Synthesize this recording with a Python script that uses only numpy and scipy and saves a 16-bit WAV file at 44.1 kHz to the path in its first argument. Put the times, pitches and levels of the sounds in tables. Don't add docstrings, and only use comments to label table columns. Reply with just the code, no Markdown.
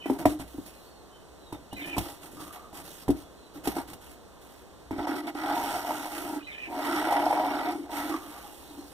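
import sys
import numpy as np
from scipy import signal
from scipy.fft import rfft, irfft
from scipy.io import wavfile
from scipy.ndimage import uniform_filter1d

SR = 44100
rng = np.random.default_rng(int(sys.argv[2]) if len(sys.argv) > 2 else 0)


def file_out(sig):
    cols = np.atleast_2d(sig).T
    lim = np.clip(cols, -1, 1)
    pcm = np.round(lim * 32767).astype(np.int16)
    wavfile.write(sys.argv[1], SR, pcm)


N = 393813

# [f/Hz, relative density/dB per Hz]
ROOM_TONE = [(20, -20.5), (63, -4), (100, -15), (700, -6.5), (1100, -10), (1900, -18.5), (2800, -20.5),
             (4200, -18.5), (5000, -24.5), (8000, -23), (12000, -32), (15700, -35)]
# [t/s, length/s, from f/Hz, to f/Hz, level/dB]
WHISTLES = [(0, .025, 3000, 2980, -47), (.02, .055, 3120, 3060, -54), (.04, .03, 1970, 1950, -52),
            (6.405, .022, 2550, 2430, -50), (.74, .08, 4200, 4050, -64), (.82, .12, 4480, 4420, -65),
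            (.93, .13, 4400, 4050, -65), (1.1, 0.1, 3070, 3090, -61), (1.36, .24, 4100, 3500, -63),
            (3.2, .1, 3420, 3410, -66), (3.37, .05, 4220, 4050, -64), (3.425, .065, 4000, 3930, -63),
            (8.6, .06, 4070, 4030, -65), (8.655, .08, 4020, 3620, -61), (8.655, .06, 4200, 4350, -62),
            (8.74, .11, 4290, 4160, -63)]
# [t into phrase/s, length/s, from f/Hz, to f/Hz, level before phrase level/dB]
WARBLES = [(.02, 0.046, 2773, 3150, -54.5), (.035, 0.048, 3920, 3900, -53.5), (.07, 0.063, 2520, 2150, -42),
           (.065, 0.074, 2030, 2136, -50), (.115, 0.0288, 3850, 3240, -49),
           (.118, 0.048, 3200, 2960, -49.5), (.13, 0.03, 2490, 2400, -43), (.145, 0.069, 1667, 2000, -53.5),
           (0.182, 0.026, 2430, 2480, -39), (0.203, 0.025, 3027, 2933, -45.5),
           (.21, 0.067, 2544, 2260, -39.5), (.215, 0.071, 2720, 2530, -48.5), (.17, .07, 2050, 1970, -59)]
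# [t/s, level/dB]
PHRASE_STARTS = [(-0.198, -5), (1.69, 3), (6.395, 1)]
# [t/s, length/s, hiss level/dB, hollow level/dB, panel level/dB]
SCUFFS = [(.05, 0.11, -54, -37, -43), (.18, 0.034, -45, -35.5, -38), (.25, 0.068, -42.5, -31.5, -50),
          (.385, 0.033, -47, -40, -43.5), (.46, 0.25, -58, -63, -83), (.65, 0.032, -51, -67, -83),
          (.72, 0.17, -62, -71, -91), (1.515, 0.034, -56.5, -41, -44), (1.75, 0.13, -55.5, -45, -71),
          (1.85, 0.049, -50, -42.5, -51), (1.91, 0.068, -58, -43, -48.5), (1.96, 0.15, -46, -45.5, -46.5),
          (2.12, 0.078, -59.5, -64, -63), (2.205, 0.072, -51, -50, -52.5), (2.3, 0.13, -56, -50, -75),
          (2.385, 0.11, -51, -51, -57), (2.515, 0.044, -49, -66, -47), (2.58, 0.078, -64, -64, -57),
          (2.73, 0.08, -47.5, -45.5, -47.5), (2.83, .2, -50.5, -59, -82), (3.075, 0.072, -62, -40, -48),
          (3.15, 0.076, -56, -59, -63), (3.53, 0.049, -54.5, -41.5, -55), (3.63, 0.091, -42.5, -42.5, -41),
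          (3.74, 0.065, -46, -39.5, -36.5), (3.865, 0.061, -49.5, -46, -55), (4.0, 0.14, -55.5, -61, -66),
          (4.4, 0.22, -61, -65, -64)]
# [t/s, length/s, hiss level/dB, hollow level/dB, panel level/dB]
FLICKS = [(4.908, 0.068, -61, -32, -44), (4.975, 0.078, -56, -34.5, -33), (5.065, 0.083, -49.5, -28.5, -35),
          (5.15, 0.055, -46.5, -36.5, -39), (5.22, 0.056, -59.5, -35.5, -44),
          (5.265, 0.035, -48.5, -37, -36)]
# [t/s, hiss level/dB, hollow level/dB, panel level/dB, flute level/dB]
DRAGS = [
    [(5.345, -65, -26, -47, -51), (5.351, -54, -40.5, -44, -42.5), (5.531, -48, -33.5, -28.5, -35.5),
     (5.561, -43.5, -37.5, -31, -40), (5.751, -43, -42, -34, -39), (5.837, -48, -49, -37.5, -46.5),
     (5.899, -44.5, -39, -34, -43), (6.087, -49, -48.5, -41.5, -46.5), (6.181, -43.5, -39, -39.5, -41.5),
     (6.373, -50.5, -35, -40.5, -51), (6.43, -74, -80, -98, -53)],
    [(6.66, -73, -53, -60, -66), (6.682, -68, -36, -43.5, -69), (6.706, -55.5, -36.5, -32, -50.5),
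     (6.824, -48, -32.5, -33.5, -37), (6.862, -45, -31.5, -31, -36), (6.966, -43, -32, -32, -35),
     (7.104, -48, -36, -27, -35), (7.438, -50.5, -35.5, -27.5, -38.5), (7.698, -52.5, -31, -33, -36.5),
     (7.818, -60, -37.5, -53, -61), (7.87, -66, -55, -45, -58)],
    [(7.88, -78, -43, -45, -58), (7.914, -48.5, -39.5, -40, -49), (7.964, -43, -40.5, -36, -39.5),
     (8.142, -48, -34, -38, -43.5), (8.2, -53, -45.5, -49.5, -55), (8.39, -53.5, -53, -49.5, -53.5),
     (8.564, -55.5, -61, -57, -75), (8.8, -57.5, -44.5, -54, -75), (8.93, -58, -60, -69, -72)],
]
# [t/s, length/s, level/dB]
RASPS = [(2.36, 0.31, -48.5), (2.73, 0.069, -53), (8.1, 0.058, -32), (8.19, 0.29, -52)]
# [t/s, hollow peak/dB, panel peak/dB, crack level/dB, thump peak/dB]
BLOWS = [(0.057,-22.5,-27.5,-41.5,-36),(0.098,-13,-19.5,-37,-28),(0.13,-54,-34,-42.5,-52),(0.254,-11.5,-7,-25,-13.5),(0.396,-33,-38,-43,-27),
         (0.543,-33.5,-50,-70,-49),(0.581,-27.5,-54,-55,-28.5),(1.524,-30.5,-31,-40.5,-29),(1.727,-34.5,-32.5,-38.5,-29.5),(1.819,-42,-39,-47,-43),(1.856,-33.5,-49,-42,-40),
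         (1.965,-25,-26,-36,-30),(1.980,-27,-18.5,-22,-18),(2.331,-40,-60,-63,-36),(2.4,-38,-40,-60,-37),(2.728,-42,-38,-46,-37.5),(3.080,-27,-23.5,-34,-18.5),(3.09,-11.5,-32,-60,-16),
         (3.102,-21.5,-42,-32.5,-19),(3.654,-48,-36,-41,-50),(3.672,-16.5,-21.5,-24,-23),(3.765,-25.5,-25,-37,-59),(3.783,-25.5,-29,-46,-36),(3.932,-52,-52,-36.5,-32),(4.908,-24,-26,-44,-26),
         (4.982,-25,-48,-66,-27),(5.351,-29.5,-31,-61,-57),(7.896,-49,-42,-60,-55),(8.774,-42,-53,-63,-58)]
# [t/s, panel peak/dB, crack level/dB]
CATCHES = [(5.070,-21.5,-50),(5.435,-26,-58),(5.609,-22,-38),(5.635,-38,-35),(5.847,-24,-51),(5.906,-16.5,-47),(6.055,-25,-33.5),(7.071,-16.5,-52),(7.086,-22,-54),
           (7.107,-22,-36),(7.123,-17,-29.5),(7.236,-21,-49),(7.263,-18.5,-52),(7.307,-18,-35),(7.327,-15.5,-36),(7.373,-22,-56),(7.439,-21,-48),(7.457,-20,-40),(7.707,-30,-43),(7.982,-32,-38)]
# [f/Hz, width before struck damping/Hz, relative level/dB]
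HOLLOW = [(291.7, 16.3, -0.5), (305.3, 26.4, 4), (327.5, 48, 4), (374.2, 20.2, -4.5)]
PANEL = [(659.5, 47, -5), (722.4, 87, 4.5), (822, 74.6, 4.5), (927, 73, 1)]
THUMP = [(35.8, 28, -13), (63, 12, -8), (99.3, 45, -4), (165, 80, 1), (605, 330, 0)]
FLUTES = [(1310, 143, 2.2), (1395, 410, 12.1), (1967, 183, 8.5), (2214, 193, 9.1), (2940, 1000, 0.73)]
EDGE = [(1210, 200, 0)]
# [f/Hz, relative density/dB per Hz]
HISS = [(700, 4.5), (1600, 2), (2800, 5), (4200, 1.5), (6500, -1), (9000, 2.5), (12000, -1), (15700, -5)]
# [f/Hz, likeness/0-1, level/dB]
PORTS = [(25, 1, -4), (125, 0.48, -1), (287, 0.89, 0), (1310, 1, -1), (1770, 0.4, -3), (2240, 0.98, -2.5),
         (3230, 0.87, -3), (7000, 0.56, -3.5), (7900, 0.45, -1), (10300, 0.53, -8), (12200, 0.6, -14),
         (15800, 0.5, -9)]
# [f/Hz, lag/cycles]
LAG = [(0, 0), (1050, 0), (1550, .15), (2300, .5), (3450, 1.04), (6000, 2.03), (10000, 3.7), (15500, 5.6)]

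ROOM_TONE_DB, ECHO_DB, EDGE_HZ = -52, -15, 15620
WARBLE_WAVER, WHISTLE_WAVER = .011, .008
BREATH_SHARE, OUTDOOR_T60_S = .35, .2
SCUFF_RISE_S, FLICK_RISE_S, SCUFF_FALL_S, FLICK_FALL_S = 0.025, 0.0089, 0.022, 0.0075
SAG_DB = -3
FLICK_FLUTE_DB, SCUFF_FLUTE_DB = 4, -3.5
JUDDER_DB, PATCH_DB = 1.0, 1.6
RIDGES_PER_S, RIDGE_UNEVEN_SHARE, RIDGE_DB = 52, .45, 6
RIDGE_FALL_SHARE = .35
GRIT_PER_S, GRIT_DB, GRIT_SPREAD_DB = 1400, -11, 2.6
GRIT_LOW_HZ, GRIT_HIGH_HZ, GRIT_WIDTH_HZ = 2400, 5600, 300
ROCK_DB, ROCK_FALL_S, ROCK_REST_DB = -10., 0.058, -77
STRUCK_DAMPING = 1.8
SPOT_DB, STRUCK_FLUTE_DB = 1.8, -18
BLOW_RISE_S = 0.0026
BOUNCE_GAIN, BOUNCE_FALL_S, CRACK_RISE_S = .65, .013, .005
CATCH_HOLLOW_DB = -29


def gain_of(db):
    return 10 ** (np.asarray(db) / 20)


def evened(x):
    return x / np.sqrt(np.mean(x ** 2) + 1e-20)


def smooth_noise(size):
    return evened(uniform_filter1d(rng.standard_normal(N), size))


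def wander(size, db):
    noise = uniform_filter1d(rng.standard_normal(N), size)
    return gain_of(db * evened(uniform_filter1d(noise, size)))


def coloured(x, points):
    hz, db = np.transpose(points)
    f = np.fft.rfftfreq(N, 1 / SR)
    return irfft(rfft(x) * gain_of(np.interp(np.log(f + 1), np.log(hz + 1), db)), N)


def tail(t60_s):
    t = np.arange(SR // 2) / SR
    taps = rng.standard_normal((2, len(t))) * gain_of(-60 * t / t60_s) * (t > .004)
    return taps / np.linalg.norm(taps, axis=1, keepdims=True)


def room_tone():
    air = gain_of(ROOM_TONE_DB) * evened(coloured(rng.standard_normal((4, N)), ROOM_TONE))
    return air * gain_of(0.11 * smooth_noise(6000))


def sung(notes, waver):
    out, tremble = np.zeros(N), 1 + waver * smooth_noise(200)
    for s, length, from_hz, to_hz, db in notes:
        t, at = np.arange(0, length, 1 / SR), round(s * SR)
        hz = np.linspace(from_hz, to_hz, len(t)) * tremble[at:at + len(t)]
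        note = np.sin(2 * np.pi * np.cumsum(hz) / SR) * signal.windows.tukey(len(t), .35)
        out[at:at + len(t)] += gain_of(db) * note
    return out


def birds():
    phrases = [(start + s, *rest, db + phrase_db)
               for start, phrase_db in PHRASE_STARTS
               for s, *rest, db in WARBLES if start + s > 0]
    whistle = sung(WHISTLES, WHISTLE_WAVER) * wander(size=600, db=2.5)
    warble = sung(phrases, WARBLE_WAVER) * wander(size=200, db=2.5)
    warble = warble * (1 + BREATH_SHARE * smooth_noise(40))
    echo = signal.fftconvolve((warble + whistle)[None], tail(OUTDOOR_T60_S), axes=1)[:, :N]
    return np.array([0.9 * warble + whistle + 0.77 * echo[0], 1.5 * echo[1]])


def mode(hz, width_hz, db):
    t = np.arange(SR // 4) / SR
    x = t * np.exp(-np.pi * width_hz * t) * np.sin(2 * np.pi * hz * t)
    return gain_of(db) * x / np.linalg.norm(x)


def rung(force, modes, drift_db):
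    total = np.linalg.norm(gain_of(np.array(modes)[:, 2]))
    out = 0
    for m in modes:
        drive = force * wander(size=2500, db=drift_db)
        out = out + signal.oaconvolve(drive, mode(*m)[None], axes=1)[:, :N]
    return out / total


def rubs(rows, rise_s, fall_s):
    out = np.zeros((len(rows[0]) - 2, N + SR))
    for s, length, *dbs in rows:
        t = np.arange(0, length + 6 * fall_s, 1 / SR)
        rise = np.sin(np.pi / 2 * np.minimum(t / min(rise_s, length / 2), 1)) ** 2
        sag = gain_of(SAG_DB * np.minimum(t / length, 1))
        release = np.exp(-np.maximum(t - length, 0) / fall_s)
        out[:, round(s * SR):][:, :len(t)] += gain_of(dbs)[:, None] * rise * sag * release
    return out[:, :N]


def rocking():
    sway = gain_of(ROCK_DB) * rubs(SCUFFS, SCUFF_RISE_S, ROCK_FALL_S)[1] + gain_of(ROCK_REST_DB)
    return rung(rng.standard_normal((2, N)) * sway, THUMP, drift_db=3.0)


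def slips(per_s, spread_db, smooth):
    size = gain_of(spread_db * np.minimum(rng.exponential(1, N), 4)) * (rng.random(N) < per_s / SR)
    clicks = evened(size * rng.choice([-1., 1.], (2, N)))
    return evened(clicks + smooth * rng.standard_normal((2, N)))


def ridges():
    speed = 1 + RIDGE_UNEVEN_SHARE * smooth_noise(900)
    passed = np.cumsum(RIDGES_PER_S * abs(speed)) / SR
    bumps = np.exp(-(passed % 1) / RIDGE_FALL_SHARE)
    return evened(gain_of(RIDGE_DB * uniform_filter1d(bumps, size=60)))


def patchy(x, db):
    z = signal.stft(x, nperseg=512)[2]
    patches = uniform_filter1d(rng.standard_normal(z.shape[1:]), size=14, axis=0)
    patches = uniform_filter1d(patches, size=14, axis=1)
    return signal.istft(z * gain_of(db * evened(patches)), nperseg=512)[1][:, :N]


def fibre_hiss(grip):
    hiss = coloured(slips(per_s=1500., spread_db=-1.0, smooth=3.1), HISS) * grip ** 0.89
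    hiss = patchy(hiss, db=PATCH_DB)
    treble = signal.sosfilt(signal.butter(4, 4500, "high", fs=SR, output="sos"), hiss)
    return hiss / treble.std()


def grit():
    size = gain_of(GRIT_SPREAD_DB * np.minimum(rng.exponential(1, (2, N)), 4))
    size = size * (rng.random((2, N)) < GRIT_PER_S / SR)
    pitches_hz = np.geomspace(GRIT_LOW_HZ, GRIT_HIGH_HZ, 12)
    which = rng.integers(0, len(pitches_hz), (2, N))
    out = np.zeros((2, N))
    for k, hz in enumerate(pitches_hz):
        ring = mode(hz, GRIT_WIDTH_HZ, 0)[None, :2000]
        out += signal.oaconvolve(size * (which == k), ring, axes=1)[:, :N]
    return evened(out)


def level(tables, column):
    t, out = np.arange(N) / SR, np.zeros(N)
    for rows in tables:
        rows = np.array(rows)
        out += gain_of(np.interp(t, rows[:, 0], rows[:, column], -150, -150))
    return uniform_filter1d(out, size=150)


def friction():
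    grip = wander(size=200, db=JUDDER_DB) * ridges()
    force = slips(per_s=900., spread_db=2.0, smooth=0.64) * grip
    cat = rubs(SCUFFS, SCUFF_RISE_S, SCUFF_FALL_S)
    flicks = rubs(FLICKS, FLICK_RISE_S, FLICK_FALL_S)
    drags = np.array([level(DRAGS, column=k) for k in (1, 2, 3, 4)])
    fibres, hollow, panel = cat + flicks + drags[:3]
    flutes = drags[3] + gain_of(SCUFF_FLUTE_DB) * np.sqrt(cat[0] * cat[2])
    flutes = flutes + gain_of(FLICK_FLUTE_DB) * np.sqrt(flicks[0] * flicks[2])
    body = rung(force * hollow, HOLLOW, drift_db=1.6)
    body += rung(force * panel, PANEL, drift_db=1.6)
    body += rung(force * flutes, FLUTES, drift_db=1.6)
    body += gain_of(GRIT_DB) * grit() * grip * flutes
    body += rung(force * rubs(RASPS, SCUFF_RISE_S, SCUFF_FALL_S)[0], EDGE, drift_db=-1.5)
    return body + rocking() + fibre_hiss(grip) * fibres


def blows():
    body, crack, t = np.zeros(N + SR), np.zeros(N + SR), np.arange(SR // 10) / SR
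    crack_shape = np.exp(-t / 0.0051) + 0.59 * np.exp(-t / 0.0094)
    crack_shape = crack_shape * (1 - np.exp(-t / CRACK_RISE_S))
    panel_and_flutes = PANEL + [(f, w, d + STRUCK_FLUTE_DB) for f, w, d in FLUTES]
    rows = BLOWS + [(s, db + CATCH_HOLLOW_DB, db, crack_db, -np.inf) for s, db, crack_db in CATCHES]
    for s, hollow_db, panel_db, crack_db, thump_db in rows:
        at = round(s * SR)
        place, size = rng.integers(150, 2600, 8), rng.uniform(-1.12, 1, 8)
        bounces = np.zeros(2600)
        bounces[place] = BOUNCE_GAIN * size * np.exp(-place / SR / BOUNCE_FALL_S)
        bounces[0] = 1
        for modes, db in ((HOLLOW, hollow_db), (panel_and_flutes, panel_db), (THUMP, thump_db)):
            x = sum(mode(f * rng.normal(1, 0.04), STRUCK_DAMPING * w, d + rng.normal(0, SPOT_DB))
                    for f, w, d in modes)
            x = x * np.minimum(np.arange(len(x)) / SR / BLOW_RISE_S, 1)
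            x = signal.fftconvolve(x, bounces)
            body[at:at + len(x)] += gain_of(db) * x / abs(x).max()
        crack[at:at + len(t)] += gain_of(crack_db) * crack_shape
    scattered = signal.fftconvolve(body, tail(t60_s=0.11)[1])
    fibres = evened(coloured(rng.standard_normal((2, N)), HISS))
    return np.array([body[:N], scattered[:N]]) + crack[:N] * fibres


def ports(x, unlike):
    f = np.fft.rfftfreq(N, 1 / SR)
    hz, *columns = np.transpose(PORTS)
    same, db = (np.interp(f, hz, c) for c in columns)
    same, cycles = np.clip(same, 0, 1), np.interp(f, *np.transpose(LAG))
    right = rfft(x)
    left = same * np.exp(-2j * np.pi * cycles) * right + np.sqrt(1 - same ** 2) * rfft(unlike)
    return np.array([irfft(left * gain_of(db / 2), N), irfft(right / gain_of(db / 2), N)])


def scene():
    air = room_tone()
    outdoors = birds()
    near = friction() + blows()
    near = near + gain_of(ECHO_DB) * signal.fftconvolve(near, tail(t60_s=0.28), axes=1)[:, :N]
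    diffuse = coloured(air[2:], [(20, 4.5), (400, 4.5), (1100, -17.0), (15700, -44)])
    return ports(*(near + outdoors + 0.73 * air[:2])) + diffuse


def record(dry):
    taps = signal.firwin(511, EDGE_HZ, window=("kaiser", 9), fs=SR)
    return signal.oaconvolve(dry, taps[None], "same")


dry = scene()
out = record(dry)
file_out(out)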